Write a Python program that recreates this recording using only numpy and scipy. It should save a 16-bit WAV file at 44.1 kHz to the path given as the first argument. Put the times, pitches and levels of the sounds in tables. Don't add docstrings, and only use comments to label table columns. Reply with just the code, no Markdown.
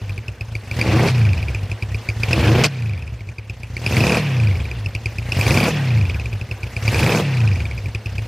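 import sys
import numpy as np
from scipy import signal
from scipy.io import wavfile
from scipy.ndimage import uniform_filter1d

SR = 44100
rng = np.random.default_rng(int(sys.argv[2]) if len(sys.argv) > 2 else 0)


def file_out(sig):
    cols = np.atleast_2d(sig).T
    lim = np.clip(cols, -1, 1)
    pcm = np.round(lim * 32767).astype(np.int16)
    wavfile.write(sys.argv[1], SR, pcm)


def natural_amplitude(level_db):
    exponent = np.asarray(level_db, float) / 20
    return 10 ** exponent


N = 364707
TIME = np.arange(N) / SR

# opens t/s, shuts t/s, torque/(cycles/s^2), hiss level/dB, growl level/dB
BLIPS = [(0.696, 1.074, 213, -3.5, -22.5), (2.187, 2.626, 175, -3.5, -25.5), (3.742, 4.172, 206, 0, -33.5),
         (5.266, 5.682, 222, 1, -33), (6.768, 7.196, 215, 0.5, -35), (8.33, 8.7, 215, 0, -33)]
OPEN_S, EASE_S, EASE_SHARE, SHUT_S = 0.2, 0.12, 0.12, 0.036
SLACK_S, SLACK_SHARE = 0.3, 0.063

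START_RATE, IDLE_RATE, TOP_RATE, DRAG, DRAG_KNEE = 17, 6.6, 70, 44, 7.0
SLOW_CYCLE_S = 0.054

# t/s, near whistle level/dB, second cylinder level/dB, last two level/dB
IDLE_CYCLES = [(0.0957, -24, -11.5, -16), (0.1798, -23, -24, -21), (0.2834, -20.5, -18, -25),
               (.411, -19, -26, -11.5), (0.5539, -16, -31, -18), (0.7142, -17.5, -22, -4),
               (1.7169, -22, -46, -41), (1.8254, -21, -30, -12.5), (1.9464, -22, -24, -26),
               (2.0899, -15.5, -40, -10.5), (2.235, -12, -32, -2.5), (3.2901, -22.5, -11.5, -31),
               (3.385, -19.5, -40, -21), (3.4987, -17.5, -15, -14), (3.6342, -20.5, -17, -8),
               (3.7684, -13.5, -10, -5.5), (4.8618, -19, -10.5, -24), (4.952, -18, -50, -21),
               (5.0598, -15, -33, -17), (5.186, -19.5, -12, -9), (5.3221, -12.5, -11, 1.5),
               (6.3304, -25, -14, -18), (6.414, -24.5, -17, -20.5), (6.5137, -20, -40, -23),
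               (6.633, -22, -14, -20), (6.7667, -17.5, -40, -6), (7.8594, -25, -8.5, -28),
               (7.95, -19, -47, -37), (8.0604, -22.5, -19.5, -12), (8.183, -21, -14, -17)]
LULL_FIRST_CYCLES = [1, 27, 55, 86, 116, 146]
# t/s, cycle count, near whistle level/dB
ODD_PUFFS = [(0.0165, 0, -37.5), (0.8146, 7, -10), (0.9948, 11, -21), (1.0866, 14, -15.5),
             (1.3334, 21, -21.5), (1.549, 25, -21), (1.63, 26, -49), (2.332, 32, -9), (2.48, 35, -18.5),
             (2.6439, 40, -10.5), (2.86, 47, -22), (3.025, 51, -23), (3.139, 53, -36), (3.8646, 60, -7.5),
             (4.069, 65, -14), (4.1712, 69, -14), (4.4013, 77, -20), (4.715, 84, -22), (4.783, 85, -44),
             (5.413, 91, -11.5), (5.5436, 94, -16.5), (5.682, 99, -20), (6.0132, 110, -21.5),
             (6.0989, 112, -18.5), (6.2589, 115, -22), (6.88, 121, -10.5), (7.0318, 124, -14),
             (7.1991, 130, -28), (7.4769, 139, -18.5), (7.6556, 143, -22)]

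# f/Hz, width/Hz, level/dB
SILENCER_MODES = [
    (106.1, 11.3, 4.5),
    (69.6, 23, 1),
    (171, 100, -5),
]
# f/Hz, width/Hz, level/dB
PIPE_MODES = [(240.5, 37, -2), (340, 143, -3), (501, 178, 4.5), (688, 240, 0.5), (873, 466, 6.5),
              (1160, 410, -3)]
# f/Hz, width/Hz, level/dB
HEADER_MODES = [(329.3, 28, 0), (241.6, 20, -7), (503, 49, -3)]
CYLINDER_DB = [7.5, 11, -3.5, 5]
# level/dB, then lift at open throttle/dB
SLOWING_DB = [-12.5, -18, -22, -14.5]
CATCH_DB = [14.5, -15, 12, 13]
SLOWING_SCATTER_DB = 3.0
THUMP_DB, THUMP_FOLLOWS, THIRD_DB = -10, 0.25, -2.5

# rate/(cycles/s), level/dB
BOOM_BY_RATE = [(8, -27.5), (17, -26), (22, -13), (24.5, -10), (28, -9.5), (32, -15.5), (38, -18.5)]
BOOM_OPEN_DB, BOOM_OPEN_RATE = 27, 22.8
LOAD_CUT_HZ, LOAD_LIFT_DB = 92, 2.5
# multiple of cycle rate, overrun level/dB, load level/dB
ORDERS = [(2, -42, 2.5), (3, -2.5, -2), (4, 9, 4), (5, -4, -2), (6, -18.5, -22), (7, -14, -24),
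          (8, -17, -12), (12, -23.5, -9.5)]

# shut level at rest/dB, slope/(dB per cycle/s), open level/dB, its slope/(dB per cycle/s),
# share of a twist's hiss, lag power
FLOW = [
    (-45, 0.3955, -20, 0.27, 0.24, 0.61),
    (-50.5, 0.496, -27.5, 0.04, 0.38, 0.53),
    (-56, 0.3219, -32.5, 0, 2, 0.53),
]
# f/Hz, level/(dB per Hz)
JET_SPECTRUM = [(820, -41), (1400, -6), (2050, -3.5), (2470, -1.5), (3220, -9.5), (3660, -15.5),
                (4090, -12), (4850, -10.5), (5650, -27), (6000, -23), (7800, -53), (13200, -120)]
TOP_SPECTRUM = [(2120, -35), (3600, -13), (4290, -16.5), (4980, -8), (5640, 15.5), (6160, -16),
                (7380, -14.5), (14200, -20.5), (16000, -19)]
BANG_SPECTRUM = [(180, -30), (300, 2.5), (1780, -9), (2610, -6), (4520, -5), (7570, -14), (16000, -34)]
# f/Hz, correlation
LIKENESS = [(300, 0.35), (1000, 1), (2500, 0.99), (4500, 0.79), (9000, 0.46), (14000, 0.061)]
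# t/s, level/dB, length/s
BACKFIRES = [
    (1.074, -26, 0.042),
    (2.637, -14.5, 0.03),
]

OVERTONES_DB = [4.5, -4, -69, -20.5]
WHISTLE_SHUT_DB, WHISTLE_OPEN_DB, WHISTLE_SCATTER_DB = -24.5, -15, 2
WHISTLE_STARVED_DB, STARVED_RATE = -8, 32.5
REBOUND_DB, REBOUND_S = -10.5, 0.009
KNOCK_FOLLOWS = 0.41

# delay/s, left level/dB, right level/dB
ECHOES = [
    (.0062, -26.5, -38),
    (0.0101, -104, -19.5),
]
# t/s, gain/dB
RECORDER_GAIN = [(0, -5.5), (.6, -7), (.8, -3), (2.665, -2), (2.69, -11.5), (3.5, -10), (3.8, -9),
                 (4.0, -4)]


def at_hz(points, hz):
    table_hz, value = np.transpose(points)
    return np.interp(np.log(hz), np.log(table_hz), value)


def band_filter(x, order, hz, kind):
    return signal.sosfilt(signal.butter(order, hz, kind, fs=SR, output="sos"), x)


def wander(step_s, count):
    return np.interp(TIME, np.arange(0, 9, step_s), rng.standard_normal(count))


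def resonate(x, modes):
    out = 0
    for hz, width_hz, db in modes:
        r, w = np.exp(-np.pi * width_hz / SR), 2 * np.pi * hz / SR
        out = out + signal.lfilter([0, natural_amplitude(db) * np.sin(w)], [1, -2 * r * np.cos(w), r * r], x + 1e-18)
    return out


def clicks(times, sizes):
    at = np.round(np.asarray(times) * SR).astype(int)
    inside = (at >= 0) & (at < N)
    return np.bincount(at[inside], np.asarray(sizes)[inside], N)


def soften(x, hz):
    r = np.exp(-2 * np.pi * hz / SR)
    return signal.lfilter([(1 - r) ** 2], [1, -2 * r, r * r], x + 1e-18)


def local_rms(x, span_s):
    size = int(span_s * SR)
    return np.sqrt(uniform_filter1d(uniform_filter1d(x ** 2, size), size) + 1e-14)


def throttle(t):
    opens, shuts = np.array(BLIPS)[:, :2].T[:, :, None]
    ease = 1 - EASE_SHARE * np.clip((t - shuts) / EASE_S + 1, 0, 1)
    return np.clip((t - opens) / OPEN_S, 0, 1) * ease * np.clip(1 - (t - shuts) / SHUT_S, 0, 1)


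def slack():
    since_open_s = TIME - np.array(BLIPS)[:, :1]
    creep = np.clip(since_open_s / SLACK_S + 1, 0, 1) * np.clip(1 - since_open_s / OPEN_S, 0, 1)
    return SLACK_SHARE * creep.sum(axis=0)


def known_puffs():
    s = np.array(IDLE_CYCLES)[:, 0]
    lull = np.cumsum(np.diff(s, prepend=0) > 0.4)
    cycles = np.array(LULL_FIRST_CYCLES)[lull] + np.arange(len(s)) - np.searchsorted(lull, lull)
    rows = np.r_[np.c_[s, cycles, np.array(IDLE_CYCLES)[:, 1]], ODD_PUFFS]
    rows[:, 1] = rows[:, 1].round()
    return rows[np.argsort(rows[:, 0])], cycles


def crank():
    step_s = 0.002
    t = np.arange(0, 8.6, step_s)
    rate, rates = START_RATE, []
    for torque in np.array(BLIPS)[:, 2] @ throttle(t):
        drag = DRAG * np.tanh((rate - IDLE_RATE) / DRAG_KNEE)
        rate += step_s * (torque * (1 - rate / TOP_RATE) - drag)
        rates.append(rate)
    turns = np.cumsum(rates) * step_s
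    s, cycle, _ = known_puffs()[0].T
    at = np.interp(s, t, turns)
    pinned = np.interp(np.arange(cycle[-1] + 2), np.r_[cycle, cycle[-1] + 1], np.r_[at, at[-1] + 1])
    return np.interp(pinned, turns, t)


def firings(marks):
    return np.interp(np.arange(4 * len(marks) - 4) / 4, np.arange(len(marks)), marks)


def levels(marks):
    rate = np.interp(TIME, (marks[1:] + marks[:-1]) / 2, 1 / np.diff(marks))
    twists = throttle(TIME)
    opening, hiss_db = twists.sum(axis=0), np.array(BLIPS)[:, 3] @ twists
    labour_db = BOOM_OPEN_DB * opening * np.clip(1 - rate / BOOM_OPEN_RATE, 0, 1)
    boom_db = np.interp(rate, *np.transpose(BOOM_BY_RATE)) + labour_db
    opening = np.clip(opening + slack(), 0, 1)
    flows = []
    for rest_db, slope, open_db, climb, share, lag in FLOW:
        flowing = opening ** lag
        shut_part_db = (rest_db + slope * rate) * (1 - flowing)
        open_part_db = (open_db + climb * (rate - 30)) * flowing
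        flows.append(shut_part_db + open_part_db + share * hiss_db)
    return boom_db, *flows, hiss_db


def yard(x):
    dull = band_filter(x, 1, [250, 9000], "band")
    out = np.tile(x, (2, 1))
    for s, left_db, right_db in ECHOES:
        for side, db in enumerate((left_db, right_db)):
            lag = round((s + 0.0004 * side) * SR)
            out[side, lag:] += natural_amplitude(db) * dull[:-lag]
    return out


def hiss(spectrum, low_hz, octaves, flicker_db):
    out, white = 0, rng.standard_normal((2, 2, N))
    edges = np.minimum(low_hz * 2 ** np.arange(0, octaves + 0.01, 1 / 3), 0.45 * SR)
    for k, (low, high) in enumerate(zip(edges, edges[1:])):
        mid, side = band_filter(white[k % 2], 2, [low, high], "band")
        centre_hz = np.sqrt(low * high)
        alike = np.clip(at_hz(LIKENESS, centre_hz), 0, 1)
        gain = natural_amplitude(at_hz(spectrum, centre_hz) + flicker_db * wander(0.012, 750))
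        out = out + gain * (np.sqrt(1 + alike) * mid + np.sqrt(1 - alike) * side * [[1], [-1]])
    return out / np.sqrt(np.mean(out ** 2))


def gusts(times, sizes, decay_hz, depth):
    flow = soften(clicks(times, sizes), decay_hz)
    flow = 1 + depth * flow / local_rms(flow, 0.23)
    return flow / local_rms(flow, 0.13)


def jet_noise(times, sizes, jet_db, top_db):
    jet = natural_amplitude(jet_db + 2.0) * hiss(JET_SPECTRUM, 1418, 2, flicker_db=3.5)
    top = natural_amplitude(top_db + 1.0) * hiss(TOP_SPECTRUM, 3409, 7 / 3, flicker_db=3.0)
    return (jet + top) * gusts(times, sizes, 40, depth=0.45)


def growl(times):
    rung = resonate(soften(clicks(times, natural_amplitude(rng.normal(0, 4.1, len(times)))), 800), HEADER_MODES)
    rung = band_filter(rung, 2, 200, "high")
    return natural_amplitude(np.array(BLIPS)[:, 4]) @ throttle(TIME) ** 2.3 * rung / local_rms(rung, 0.16)


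def rasp(times, sizes, load, rasp_db):
    ragged = times + 0.0007 * rng.standard_normal(len(times))
    uneven = sizes * natural_amplitude(rng.normal(0, 2.9, len(times)))
    fronts = resonate(soften(clicks(ragged, uneven), 1130), PIPE_MODES)
    swirl = resonate(rng.standard_normal(N) * gusts(times, sizes, 27, depth=0.51), PIPE_MODES)
    mix = (0.15 + 0.85 * load) * fronts / local_rms(fronts, 0.06) + 0.75 * swirl / local_rms(swirl, 0.06)
    mix = band_filter(mix, 2, 200, "high")
    return natural_amplitude(rasp_db) * mix / local_rms(mix, 0.11)


def backfires():
    out = 0
    for start_s, db, length_s in BACKFIRES:
        age_s = TIME - start_s
        cutoff = 1 + np.exp(np.clip((age_s - length_s) / 0.0028, -50, 50))
        out = out + natural_amplitude(db) * (TIME > start_s) / cutoff * np.exp(-18 * np.clip(age_s, 0, 1))
    return out


def bursts(s, puff_db):
    uneven_db = rng.normal(0, 2.2, len(s))
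    spit = soften(clicks(s - 0.003, natural_amplitude(puff_db + uneven_db)), 98) * natural_amplitude(34.0)
    knock_db = KNOCK_FOLLOWS * (puff_db + 16.5) - 19
    knock = resonate(soften(clicks(s - 0.002, natural_amplitude(knock_db)), 670), [(361.7, 51, -4.5)])
    roar = hiss(BANG_SPECTRUM, 312, 5.7, flicker_db=2.0)
    bright = signal.lfilter([1, -0.8], [1], roar)
    return spit * bright + backfires() * roar + knock


def whistle_levels(marks, hiss_db):
    s, rate = marks[:-1], 1 / np.diff(marks)
    opening = throttle(s).sum(axis=0)
    starved = (1 - opening) * np.clip((rate - STARVED_RATE) / 2 + 1, 0, 1)
    db = WHISTLE_SHUT_DB + (WHISTLE_OPEN_DB - WHISTLE_SHUT_DB) * opening
    db += 3.1 * np.interp(s, TIME, hiss_db) + WHISTLE_STARVED_DB * starved
    db += WHISTLE_SCATTER_DB * rng.standard_normal(len(s))
    _, cycle, known_db = known_puffs()[0].T
    db[cycle.astype(int)] = known_db
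    return db


def whistles(times, levels_db, pitches_hz, rise_s, fall_s, sag):
    out, t = np.zeros(N + 2000), np.arange(1200) / SR
    age = t - 3 * rise_s
    shape = np.where(age < 0, np.exp(-(age / rise_s) ** 2), 1 / np.cosh(age / fall_s))
    chance = rng.standard_normal((len(times), 18))
    for s, db, hz, c in zip(times, levels_db, pitches_hz, chance):
        waver = np.interp(t, np.arange(12) * 0.0017, c[6:])
        phase = 2 * np.pi * np.cumsum(hz * (1 - sag * age + 0.03 * waver)) / SR + c[0]
        tone = 0
        for k, partial_db in enumerate(OVERTONES_DB):
            richer_db = (1.1 * c[k + 1] + 0.51 * (db + 8.0)) * (k > 0)
            tone = tone + natural_amplitude(partial_db + richer_db) * shape * np.cos((k + 1) * phase)
        at = max(round((s - 3 * rise_s) * SR), 0)
        out[at:at + 1200] += natural_amplitude(db) * tone
    return out[:N]


def near_whistle(s, puff_db):
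    pitches_hz = 2445 + 70 * rng.standard_normal(len(s))
    return whistles(s, puff_db, pitches_hz, rise_s=0.0012, fall_s=0.0012, sag=7.5)


def far_whistles(times, s, puff_db, jet_db):
    others = np.delete(times, np.s_[::4])
    others_db = np.interp(others, TIME, jet_db) - 27.5 + 6 * rng.standard_normal(len(others))
    rebound_db = puff_db + REBOUND_DB + 3 * rng.standard_normal(len(s))
    rebound = s + REBOUND_S * rng.uniform(0.8, 1.3, len(s))
    starts, starts_db = np.r_[others, rebound], np.r_[others_db, rebound_db]
    pitches_hz = 2450 + 190 * rng.standard_normal(len(starts))
    return whistles(starts, starts_db, pitches_hz, rise_s=0.0011, fall_s=0.00073, sag=22)


def lumps(marks):
    opening = throttle(marks[:-1]).sum(axis=0)[:, None]
    scatter_db = SLOWING_SCATTER_DB * rng.standard_normal((len(marks) - 1, 4))
    db = SLOWING_DB + np.array(CATCH_DB) * opening + scatter_db
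    _, near_db, second_db, last_db = np.transpose(IDLE_CYCLES)
    thump_db = THUMP_DB + THUMP_FOLLOWS * (near_db + 20)
    db[known_puffs()[1]] = np.c_[thump_db, second_db, last_db + THIRD_DB, last_db]
    return db.ravel(), np.repeat(np.diff(marks) > SLOW_CYCLE_S, 4)


def silencer(times, sizes, push_hz):
    rung = resonate(soften(clicks(times, sizes), push_hz), SILENCER_MODES)
    return band_filter(rung, 3, [62, 260], "band")


def drone(times, load, boom_db, waver_db):
    turns = np.interp(TIME, times, np.arange(len(times)) / 4)
    out = 0
    for order, overrun_db, load_db in ORDERS:
        waver = wander(0.03, 300)
        level = natural_amplitude(overrun_db + (load_db - overrun_db + waver_db * waver) * load + 1.4 * waver)
        out = out + level * np.cos(2 * np.pi * order * turns + 1.3 * order ** 2)
    out = band_filter(out, 2, 98, "high")
    return natural_amplitude(boom_db) * out / local_rms(out, 0.051)


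def boom(times, lumpy_db, slow, load, boom_db, scatter_db, push_hz):
    rough = np.interp(times, TIME, load)
    chance = rng.standard_normal((len(times), 2))
    sizes = natural_amplitude(np.resize(CYLINDER_DB, len(times)) + (0.5 + scatter_db * rough) * chance[:, 0])
    sizes[::4] *= 1 + 0.89 * rough[::4]
    start = times - 0.0035 + 0.0019 * rough * chance[:, 1]
    unscaled_rms = local_rms(silencer(start, sizes, push_hz), 0.023)
    sizes *= np.interp(times, TIME, natural_amplitude(boom_db) / unscaled_rms)
    sizes[slow] = natural_amplitude(lumpy_db[slow] - 6.0)
    fast = np.clip((0.25 / np.gradient(times) - 19.5 - 6 * rough) / 5, 0, 1)
    ringing = silencer(start, sizes * (1 - fast * (0.88 - 0.2 * rough)), push_hz)
    merged = np.sqrt(np.interp(TIME, times, fast)) * drone(times, load, boom_db - 1.2, waver_db=1.8)
    return ringing + merged, sizes


def thin_under_load(low):
    thin = band_filter(low, 2, LOAD_CUT_HZ, "high")
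    opening = throttle(TIME).sum(axis=0)
    return (1 - opening) * low + opening * natural_amplitude(LOAD_LIFT_DB) * thin


def scene():
    marks = crank()
    times = firings(marks)
    boom_db, rasp_db, jet_db, top_db, hiss_db = levels(marks)
    puffs = marks[:-1], whistle_levels(marks, hiss_db)
    load = np.clip((rasp_db - boom_db + 14) / 6, 0, 1)
    low, sizes = boom(times, *lumps(marks), load, boom_db, scatter_db=-1.5, push_hz=176)
    low = thin_under_load(low)
    tilt = 1 + 0.018 * np.array([[1], [-1]]) * wander(0.02, 450)
    pipes = rasp(times, sizes, load, rasp_db) + growl(times)
    pipes = pipes + near_whistle(*puffs) + far_whistles(times, *puffs, jet_db)
    return tilt * low + yard(pipes) + jet_noise(times, sizes, jet_db, top_db) + bursts(*puffs)


def low_pass(x):
    return signal.sosfilt(signal.butter(12, 16330, fs=SR, output="sos"), x)


def record(dry):
    gain = natural_amplitude(np.interp(TIME, *np.transpose(RECORDER_GAIN)))
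    rounded = 1.113 * np.tanh(gain * dry / 0.81)
    top_cut = signal.cheby2(10, 60, 16550, fs=SR, output="sos")
    return low_pass(signal.sosfilt(top_cut, rounded))


dry = scene()
out = record(dry)
file_out(out)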